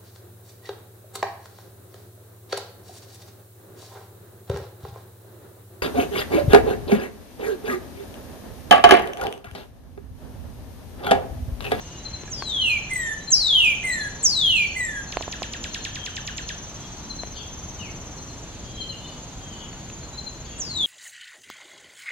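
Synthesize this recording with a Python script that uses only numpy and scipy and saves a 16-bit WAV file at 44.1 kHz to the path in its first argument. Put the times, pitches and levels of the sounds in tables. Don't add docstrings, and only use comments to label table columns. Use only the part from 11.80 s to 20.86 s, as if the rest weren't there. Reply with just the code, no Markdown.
import sys
import numpy as np
from scipy import signal
from scipy.fft import rfft, irfft
from scipy.io import wavfile
from scipy.ndimage import uniform_filter1d

SR = 44100
rng = np.random.default_rng(int(sys.argv[2]) if len(sys.argv) > 2 else 0)


def store_pcm(level_fs):
    pcm = np.round(np.clip(level_fs, -1, 1) * 32767).astype(np.int16)
    wavfile.write(sys.argv[1], SR, np.atleast_2d(pcm).T)


N = 399546
T = np.arange(N) / SR
HZ = np.maximum(np.fft.rfftfreq(N, 1 / SR), 1)
TOP_HZ = 15600

# (start [s], length [s], level [dB], extra opening level [dB],
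# opening pitch [factor], mid-fall pitch [factor])
HIGH_SLURS = [(0.498, .48, -22, -15, .92, 1.035), (1.503, 0.43, -19.5, 1.5, 0.93, 1.004),
              (2.427, 0.43, -21.5, 1.5, 1.027, .995), (8.782, 0.45, -20, -15.5, 1.03, 1.046)]
# (share of the length [1], pitch [Hz], level [dB]); a faint tone trails after share 1
HIGH_CONTOUR = [(0, 8860, -10), (.012, 7900, -7.5), (.04, 6796, 4), (.083, 5710, 9.5), (.138, 5090, -2.5),
                (.207, 4683, -3), (.29, 4100, -2.5), (.38, 3820, -2), (0.483, 3420, 1), (.595, 3145, 3),
                (.72, 2816, 1.5), (0.857, 2453, 3), (1.001, 2316, -2.5), (1.01, 2264, -32),
                (1.22, 2400, -57)]
OPENING_DB_SHARE, OPENING_PITCH_SHARE = 0.49, 0.093
# (start [s], length [s], first pitch [Hz], last pitch [Hz], level [dB],
# level change over the slur [dB])
LOW_SLURS = [(1.099, 0.26, 2090, 1713, -32.5, 6), (2.034, 0.27, 2112, 1588, -29, -2.5),
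             (2.955, .282, 2072, 1560, -28.5, -7)]
# (share of the length [1], share of the fall in pitch [1], level [dB])
LOW_CONTOUR = [(0, 0.088, -15), (0.041, 0.01, 1.5), (.25, .22, 2), (.5, .58, -1.5), (.7, .78, -3),
               (.9, 0.91, -2), (1.0, 0.68, -33)]
# (time from the plunge [s], pitch [Hz], level [dB])
TRILL_CONTOUR = [(-.013, 5830, -13), (-.007, 7125, -7), (-.004, 7050, -11), (-.001, 5780, -3),
                 (.001, 3800, -1), (.004, 2530, -2), (.007, 2046, -14.5), (.014, 1793, -7),
                 (.029, 1330, -18), (.033, 1300, -16)]
# (time of the plunge [s], level [dB], hook pitch [factor])
TRILL_NOTES = [(3.3235, -25, 0.97), (3.424, -27, 1.0), (3.5256, -22, 0.99), (3.63, -24, 0.97),
               (3.7356, -23.5, 1.01), (3.841, -22.5, 1.04), (3.9455, -21.5, 0.96), (4.0501, -22, 0.98),
               (4.1568, -23, 0.99), (4.2622, -22.5, 1), (4.367, -21, 1.04), (4.476, -21.5, 1.01),
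               (4.581, -21, 1.04), (4.6907, -22.5, 0.98)]
# (multiple of the pitch [1], level in high slurs [dB], in low slurs [dB], in the trill [dB])
VOICE_OVERTONES = [(2, -25.5, -27, -18.5), (3, -31.5, -46, -38), (4, -30.5, -13.5, -33),
                   (5, -30.5, -29, -45), (6, -48, -23.5, -30), (7, -52, -38, -31), (8, -52, -38, -46)]
# (frequency [Hz], gain [dB])
BEAK_GAIN = [(2000, 21.5), (6500, -16), (7600, 4.5), (9000, 0), (12000, -4), (14000, -14), (16000, -24)]
# (frequency [Hz], left minus right level [dB], phase lead of the left [rad])
BIRD_AT_PORTS = [(300, -6, 6), (1840, 0, 1.3), (2800, -3, -1.4), (3800, 5, 1.47), (4500, 4, -2),
                 (5000, 7.5, -2.5), (6230, -6, -5), (7180, -2, -5), (7900, 10.5, -8.5), (8470, -1, -8.5),
                 (10500, 4.5, -8.5), (11800, 0, -10.5)]
# (frequency [Hz], level [dB], time to decay by 60 dB [s])
ECHO_BANDS = [(1450, -3.5, 0.52), (2400, -5.5, 0.65), (3100, 1, 0.52), (4500, -5, 0.53), (6100, -7.5, 0.25),
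              (10300, -5.5, 0.31)]

# (time [s], level [dB], ring [Hz], time to decay by 60 dB [s],
# left minus right level [dB], click level [dB])
KNOCK_EVENTS = [(.434, -27.5, 373, 0.011, 14, 3), (0.477, -36, 1674, .05, -6, -4),
                (0.622, -26, 1130, 0.033, 7, 15), (3.369, -12, 743, 0.013, -8, 6.5),
                (3.408, -19, 706, 0.015, -7, 0), (3.478, -16.5, 705, 0.01, -6, -12),
                (3.619, -17, 743, 0.014, -6.5, -1), (5.433, -22, 694, 0.017, 7, 3.5),
                (5.472, -33.5, 357, .015, 17, 7), (7.929, -37, 2200, .01, -3, 3),
                (8.099, -31, 2650, .012, 4, 0), (8.229, -39, 2400, .01, -1.0, 9)]
# (multiple of the ring frequency [1], level [dB])
HOUSING_MODES = [(1.0, -2), (.72, -22), (1.4, -7.5)]

# (time of the first pulse [s], time to the second [s],
# time since the lead-in [s], pulse level [dB], lead-in level [dB])
NEAR_CHIRPS = [(0.2562, 0.08, .077, -29, -48), (0.8175, 0.083, .07, -28, -55),
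               (1.48, 0.074, .076, -28, -46), (2.1273, 0.082, 0.048, -27.5, -44),
               (2.6903, 0.082, .07, -28, -55), (5.3038, 0.087, 0.082, -29.5, -52),
               (7.013, .0818, 0.077, -30, -47), (8.3825, 0.086, 0.054, -29.5, -45)]
# (time [s], level [dB])
FAR_CHIRPS = [(1.0335, -48), (2.308, -51), (2.3946, -46.5), (3.2735, -45.5), (3.3701, -45), (3.904, -45),
              (4.0023, -44), (4.6224, -45), (5.5438, -51), (6.3704, -47.5), (6.4862, -46.5), (7.1736, -49),
              (7.2599, -46), (8.2227, -46.5)]
# (pitch [Hz], left minus right level [dB], nominal length [s])
NEAR_PULSE_KIND = (4100, 6.5, 0.032)
LEAD_IN_KIND = (3960, -2.5, .028)
FAR_PULSE_KIND = (4190, 13, 0.025)

# (time [s], throbs counted so far [cycles], level [dB])
LOW_THROBS = [(0.0, -0.2, -47), (1.2, 20.8, -46.5), (2.1, 36.39, -46), (2.4, 41.87, -45.5),
              (2.7, 47.8, -44.5), (3.0, 53.31, -45.5), (3.3, 58.16, -45.5), (4.8, 86.39, -45),
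              (5.4, 96.74, -45), (6.5, 117.4, -45), (6.65, 120.3, -48), (6.9, 124.86, -48.5),
              (7.2, 130.3, -49), (8.4, 154.2, -48.7), (8.7, 159.66, -48.5), (9.06, 166.8, -49)]
HIGH_THROBS = [(0.0, 0.28, -75), (0.3, 7.9, -64), (0.9, 22.73, -55), (2.1, 52.6, -49.5), (3.3, 82.5, -49),
               (3.9, 97.15, -49), (4.2, 103.87, -61), (4.8, 118.41, -59), (5.7, 137.76, -63),
               (6.0, 144.3, -56), (6.3, 150.77, -56), (7.5, 180.22, -52.5), (8.7, 210.07, -49),
               (9.06, 218.82, -48)]
# (frequency [Hz], width [Hz], level [dB], lag in the throb [cycles],
# extra level per dB of throb level above its median [dB/dB])
LOW_BODY = [(6300, 81, -3, 0.0, 0.5), (6080, 160, -6.5, 0.24, 1.5), (5670, 95, -10.5, 0.24, 1),
            (6510, 12, -11.5, 0.0, -2.3), (12600, 490, -29.5, 0.0, 0.5)]
HIGH_BODY = [(6845, 63, -2.5, -0.036, 0.014), (7030, 56, -14, -0.054, 0.0)]

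# (start [s], end [s], first pitch [Hz], last pitch [Hz], level [dB],
# left minus right level [dB])
FAR_WHISTLES = [(0.014, 0.227, 2830, 2920, -57, 4), (.66, 0.784, 3185, 3150, -48, 1.5),
                (1.05, 1.401, 3420, 2990, -55, 6), (2.8, 2.948, 4500, 4410, -46, 6),
                (4.07, 4.143, 3316, 3260, -51, 11), (4.185, 4.248, 3206, 3170, -42, 6),
                (4.28, 4.393, 3120, 3065, -45, 0.5), (4.40, 4.553, 3010, 2850, -52.5, 9),
                (5.08, 5.29, 4420, 4500, -61, 11), (5.92, 6.15, 4410, 4460, -65, 17),
                (5.994, 6.087, 3054, 2140, -42.5, 5), (6.075, 6.1, 2190, 2150, -45, -10),
                (6.85, 6.974, 3254, 3210, -51, 7), (6.97, 7.087, 3230, 3100, -42.5, 0),
                (7.084, 7.146, 3047, 2800, -41, 1.5), (7.122, 7.332, 3056, 2930, -51.5, -1),
                (7.212, 7.302, 3530, 3630, -54, 3), (5.955, 6.033, 3760, 3880, -61, 8),
                (7.601, 7.843, 3274, 2933, -49.5, 3), (7.91, 7.937, 4410, 4370, -58, 9),
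                (7.987, 8.035, 4380, 4470, -52, 9)]
# (time after its start [s], length [s], first pitch [Hz],
# last pitch [Hz], left minus right level [dB], extra initial pitch scatter [Hz])
ROUGH_CALL_PARTS = [(0.0, .09, 4650, 4500, 9, 350), (.015, .13, 3360, 3290, 5, 260),
                    (.06, .09, 2790, 2730, 4, 60)]
# (start [s], level of the first part [dB], of the second [dB], of the third [dB])
ROUGH_CALLS = [(.542, -70, -49, -70), (4.92, -57, -52, -60), (5.53, -54, -49, -55), (6.84, -57, -65, -70),
               (7.276, -60, -62, -70), (7.72, -55, -51, -65), (8.642, -56, -53, -52)]
WHISTLE_SCATTER_HZ = 25.7
SETTLE_SHARE = .3

# (frequency [Hz], relative level [dB per Hz])
TOWN_SPECTRUM = [(12, -26), (22, -3.5), (60, 1.5), (120, -0.5), (190, -4.5), (440, -13), (900, -14.5),
                 (1300, -19), (2200, -22.5), (3000, -21), (4300, -22.5), (5200, -29), (7300, -26.5),
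                 (8000, -35), (10000, -40.5), (13200, -45.5), (15600, -54)]
# (frequency [Hz], likeness [1])
TOWN_LIKENESS = [(60, 0.91), (300, 0.95), (700, 0.8), (1400, 0.61), (2400, 0.38), (5000, 0.052)]
TOWN_DB, TOWN_LAG_S = -38.5, .00005


def undb(db):
    return 10 ** (np.asarray(db) / 20)


def across(table, hz=HZ):
    f, *columns = np.transpose(table)
    return [np.interp(np.log(hz), np.log(f), c) for c in columns]


def unit(x):
    return x / np.sqrt(np.mean(x ** 2))


def band(x, hz, width_hz):
    return irfft(rfft(x) * np.exp(-.5 * ((HZ - hz) / width_hz) ** 2), N)


def walk(rate, size=N):
    k = int(SR / rate)
    held = np.repeat(rng.standard_normal(size // k + 1), k)
    return 1.92 * uniform_filter1d(uniform_filter1d(held, k), k)[:size]


def pan(db):
    return undb(np.array([db / 2, -db / 2]))


def songbird(scoop_s=0.0074, scoop=.72, flicker_db=3.5):
    out = np.zeros(N)
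    flicker = flicker_db * walk(200)
    notes = []
    for at, length, db, opening_db, opening, middle in HIGH_SLURS:
        rows = []
        for u, hz, rel in HIGH_CONTOUR:
            bend = opening ** np.exp(-u / OPENING_PITCH_SHARE) * middle ** np.sin(np.pi * min(u, 1))
            extra_db = opening_db * np.exp(-(u / OPENING_DB_SHARE) ** 2)
            rows.append((at + u * length, hz * bend, db + rel + extra_db))
        notes.append((rows, 1, -1.5))
    for at, length, first_hz, last_hz, db, change_db in LOW_SLURS:
        rows = [(at + u * length, first_hz + fall * (last_hz - first_hz), db + rel + u * change_db)
                for u, fall, rel in LOW_CONTOUR]
        scoop_row = (at - scoop_s, first_hz * scoop, rows[0][2] - 4)
        notes.append(([scoop_row] + rows, 2, 1.5))
    for at, db, hook in TRILL_NOTES:
        rows = [(at + s, hz * (hook if s < 0 else 1), db + rel) for s, hz, rel in TRILL_CONTOUR]
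        notes.append((rows, 3, -5.5))
    for rows, overtone_column, trim_db in notes:
        span, tone = whistle(rows, overtone_column, flicker)
        out[span] += undb(trim_db) * tone
    return out


def whistle(rows, overtone_column, flicker, fade_s=0.00077):
    s, hz, db = np.transpose(rows)
    span = slice(int(s[0] * SR), min(int(s[-1] * SR), N))
    t = T[span]
    log_hz = np.interp(t, s, np.log(hz))
    hz = np.exp(uniform_filter1d(log_hz, len(t) // 60, mode="nearest"))
    phase = 2 * np.pi * np.cumsum(hz) / SR
    tone = np.sin(phase) * undb(.35 * flicker[span])
    for k, row in enumerate(VOICE_OVERTONES):
        overtone_hz = row[0] * hz
        shifted_flicker = np.roll(flicker, 900 * k)[span]
        overtone_db = row[overtone_column] + across(BEAK_GAIN, overtone_hz)[0] + shifted_flicker
        tone += undb(overtone_db) * np.sin(row[0] * phase) * (overtone_hz < TOP_HZ)
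    fade = np.clip(np.minimum(t - s[0], min(s[-1], T[-1]) - t) / fade_s, 0, 1)
    return span, np.sqrt(2) * undb(np.interp(t, s, db)) * fade * tone


def ports(x):
    db, lead = across(BIRD_AT_PORTS)
    spectrum = rfft(x)
    return np.array([irfft(spectrum * undb(side * db / 2) * np.exp(side * .5j * lead), N)
                     for side in (1, -1)])


def echoes(x, onset_s=0.002, shared=0.033):
    t, hz = T[:SR], np.maximum(np.arange(SR // 2 + 1), 1)
    noise = rng.standard_normal((3, SR)) * undb(0.51 * walk(400, size=SR))
    noise = np.sqrt(shared) * noise[0] + np.sqrt(1 - shared) * noise[1:]
    centres = [row[0] for row in ECHO_BANDS]
    tail = 0
    for k, (_, db, t60) in enumerate(ECHO_BANDS):
        share = np.interp(np.log(hz), np.log(centres), np.arange(len(centres)) == k)
        decay = np.exp(-np.log(1000) * t / t60) * (t > onset_s)
        decay = decay / np.sqrt(np.sum(decay ** 2))
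        tail = tail + undb(db) * share * rfft(noise * decay)
    return signal.fftconvolve(x, irfft(tail, SR), axes=1)[:, :N]


def knocks(dull_hz=3800., click_s=0.00011):
    out, t = np.zeros((2, N)), T[:SR // 16]
    grain = rng.standard_normal((len(KNOCK_EVENTS), len(t)))
    for (at, db, hz, t60, pan_db, click_db), noise in zip(KNOCK_EVENTS, grain):
        modes = sum(undb(rel) * np.sin(2 * np.pi * k * hz * t) for k, rel in HOUSING_MODES)
        ring = -modes * np.exp(-np.log(1000) * t / t60)
        u = t / click_s
        click = -3 * (u - u ** 2 / 2) * np.exp(-u) + 0.24 * noise * np.exp(-t / 0.00062)
        start = int((at + 0.00174) * SR)
        out[:, start:start + len(t)] += undb(db) * pan(pan_db)[:, None] * (ring + undb(click_db) * click)
    return signal.sosfilt(signal.butter(2, dull_hz, fs=SR, output="sos"), out)


def crickets(skew=1.09, droop=0.045, after_db=-12, faint_db=-37, faint_length=2.1):
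    out = np.zeros((2, N))
    chirps = [(at, db, *FAR_PULSE_KIND) for at, db in FAR_CHIRPS]
    for at, gap, lead, db, lead_db in NEAR_CHIRPS:
        chirps.append((at - lead, lead_db, *LEAD_IN_KIND))
        chirps += [(at, db, *NEAR_PULSE_KIND), (at + gap, db, *NEAR_PULSE_KIND)]
    for at, db, hz, pan_db, length in chirps:
        bend = droop
        if db < faint_db:
            length, bend = length * faint_length, droop / 4
        u = np.arange(int(length * SR)) / (length * SR)
        phase = 2 * np.pi * np.cumsum(hz * (1 + bend * (.4 - u ** 2))) / SR
        chirp = np.sin(np.pi * u ** skew) * np.sin(phase)
        chirp = np.r_[chirp, undb(after_db) * chirp[len(u) // 3:]]
        start = int((at - .009) * SR)
        out[:, start:start + len(chirp)] += undb(db) * pan(pan_db)[:, None] * chirp
    return out


def insect(rows, body, depth_db, sharp, shared, pan_db, even):
    s, count, db = np.transpose(rows)
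    cycle, db = np.interp(T, s, count), np.interp(T, s, db)
    out = 0
    for hz, width_hz, rel_db, lag, follow in body:
        clicks = rng.standard_normal((2, N)) * undb(2.8 * rng.standard_normal((2, N)))
        one, other = (unit(band(c, hz, width_hz)) for c in clicks)
        one, other = (unit(v / abs(signal.hilbert(v)) ** even) for v in (one, other))
        quadrature = np.imag(signal.hilbert(one))
        other = even * quadrature + np.sqrt(1 - even ** 2) * other
        both = np.array([one, -shared * one + np.sqrt(1 - shared ** 2) * other])
        throb = (.5 + .5 * np.cos(2 * np.pi * (cycle - lag))) ** sharp
        follow_db = follow * (db - np.median(db))
        out = out + both * undb(rel_db + follow_db + depth_db * (throb - .5) + 0.93 * walk(11))
    return out * undb(db) * pan(pan_db)[:, None]


def far_birds(waver_db=2.5):
    out, wobble, waver = np.zeros((2, N)), walk(600), waver_db * walk(45)
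    phrases = [(*row, 0) for row in FAR_WHISTLES]
    for at, *levels in ROUGH_CALLS:
        for db, (late, length, first_hz, last_hz, pan_db, scatter_hz) in zip(levels, ROUGH_CALL_PARTS):
            start = at + late
            phrases.append((start, start + length, first_hz, last_hz, db, pan_db, scatter_hz))
    for start, end, first_hz, last_hz, db, pan_db, scatter_hz in phrases:
        span = slice(int(start * SR), int(end * SR))
        u = np.clip((T[span] - start) / (end - start), 0, 1)
        scatter = WHISTLE_SCATTER_HZ + scatter_hz * np.exp(-u / SETTLE_SHARE)
        hz = first_hz + (last_hz - first_hz) * u + scatter * wobble[span]
        swell = np.abs(np.sin(np.pi * u)) ** 0.12 * undb(db + waver[span])
        out[:, span] += pan(pan_db)[:, None] * swell * np.sin(2 * np.pi * np.cumsum(hz) / SR)
    return out


def town():
    alike = across(TOWN_LIKENESS)[0]
    mid, side = (rfft(v) * undb(across(TOWN_SPECTRUM)[0]) for v in rng.standard_normal((2, N)))
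    mid, side = mid * np.sqrt(1 + alike), side * np.sqrt(1 - alike)
    both = np.array([(mid + side) * np.exp(-2j * np.pi * HZ * TOWN_LAG_S), mid - side])
    out, swell = 0, walk(0.61)
    for octave in range(5, 15):
        share = np.clip(1 - abs(np.clip(np.log2(HZ), 5, 14) - octave), 0, 1)
        out = out + irfft(both * share, N) * undb(.5 * swell + .8 * walk(5))
    return undb(TOWN_DB) * unit(out) * pan(0.09)[:, None]


def scene():
    bird, far, chirps = ports(songbird()), far_birds(), crickets()
    low_buzz = insect(LOW_THROBS, LOW_BODY, depth_db=10.5, sharp=1.0, shared=.35, pan_db=1.5, even=.55)
    high_buzz = insect(HIGH_THROBS, HIGH_BODY, depth_db=15.0, sharp=1.1, shared=.25, pan_db=1.5, even=.9)
    wet = echoes(bird + undb(3.0) * far + undb(-3.5) * chirps)
    return bird + far + chirps + wet + low_buzz + high_buzz + knocks() + town()


def record(dry):
    return signal.sosfilt(signal.ellip(10, .2, 80, TOP_HZ, fs=SR, output="sos"), dry)


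dry = scene()
out = record(dry)
store_pcm(out)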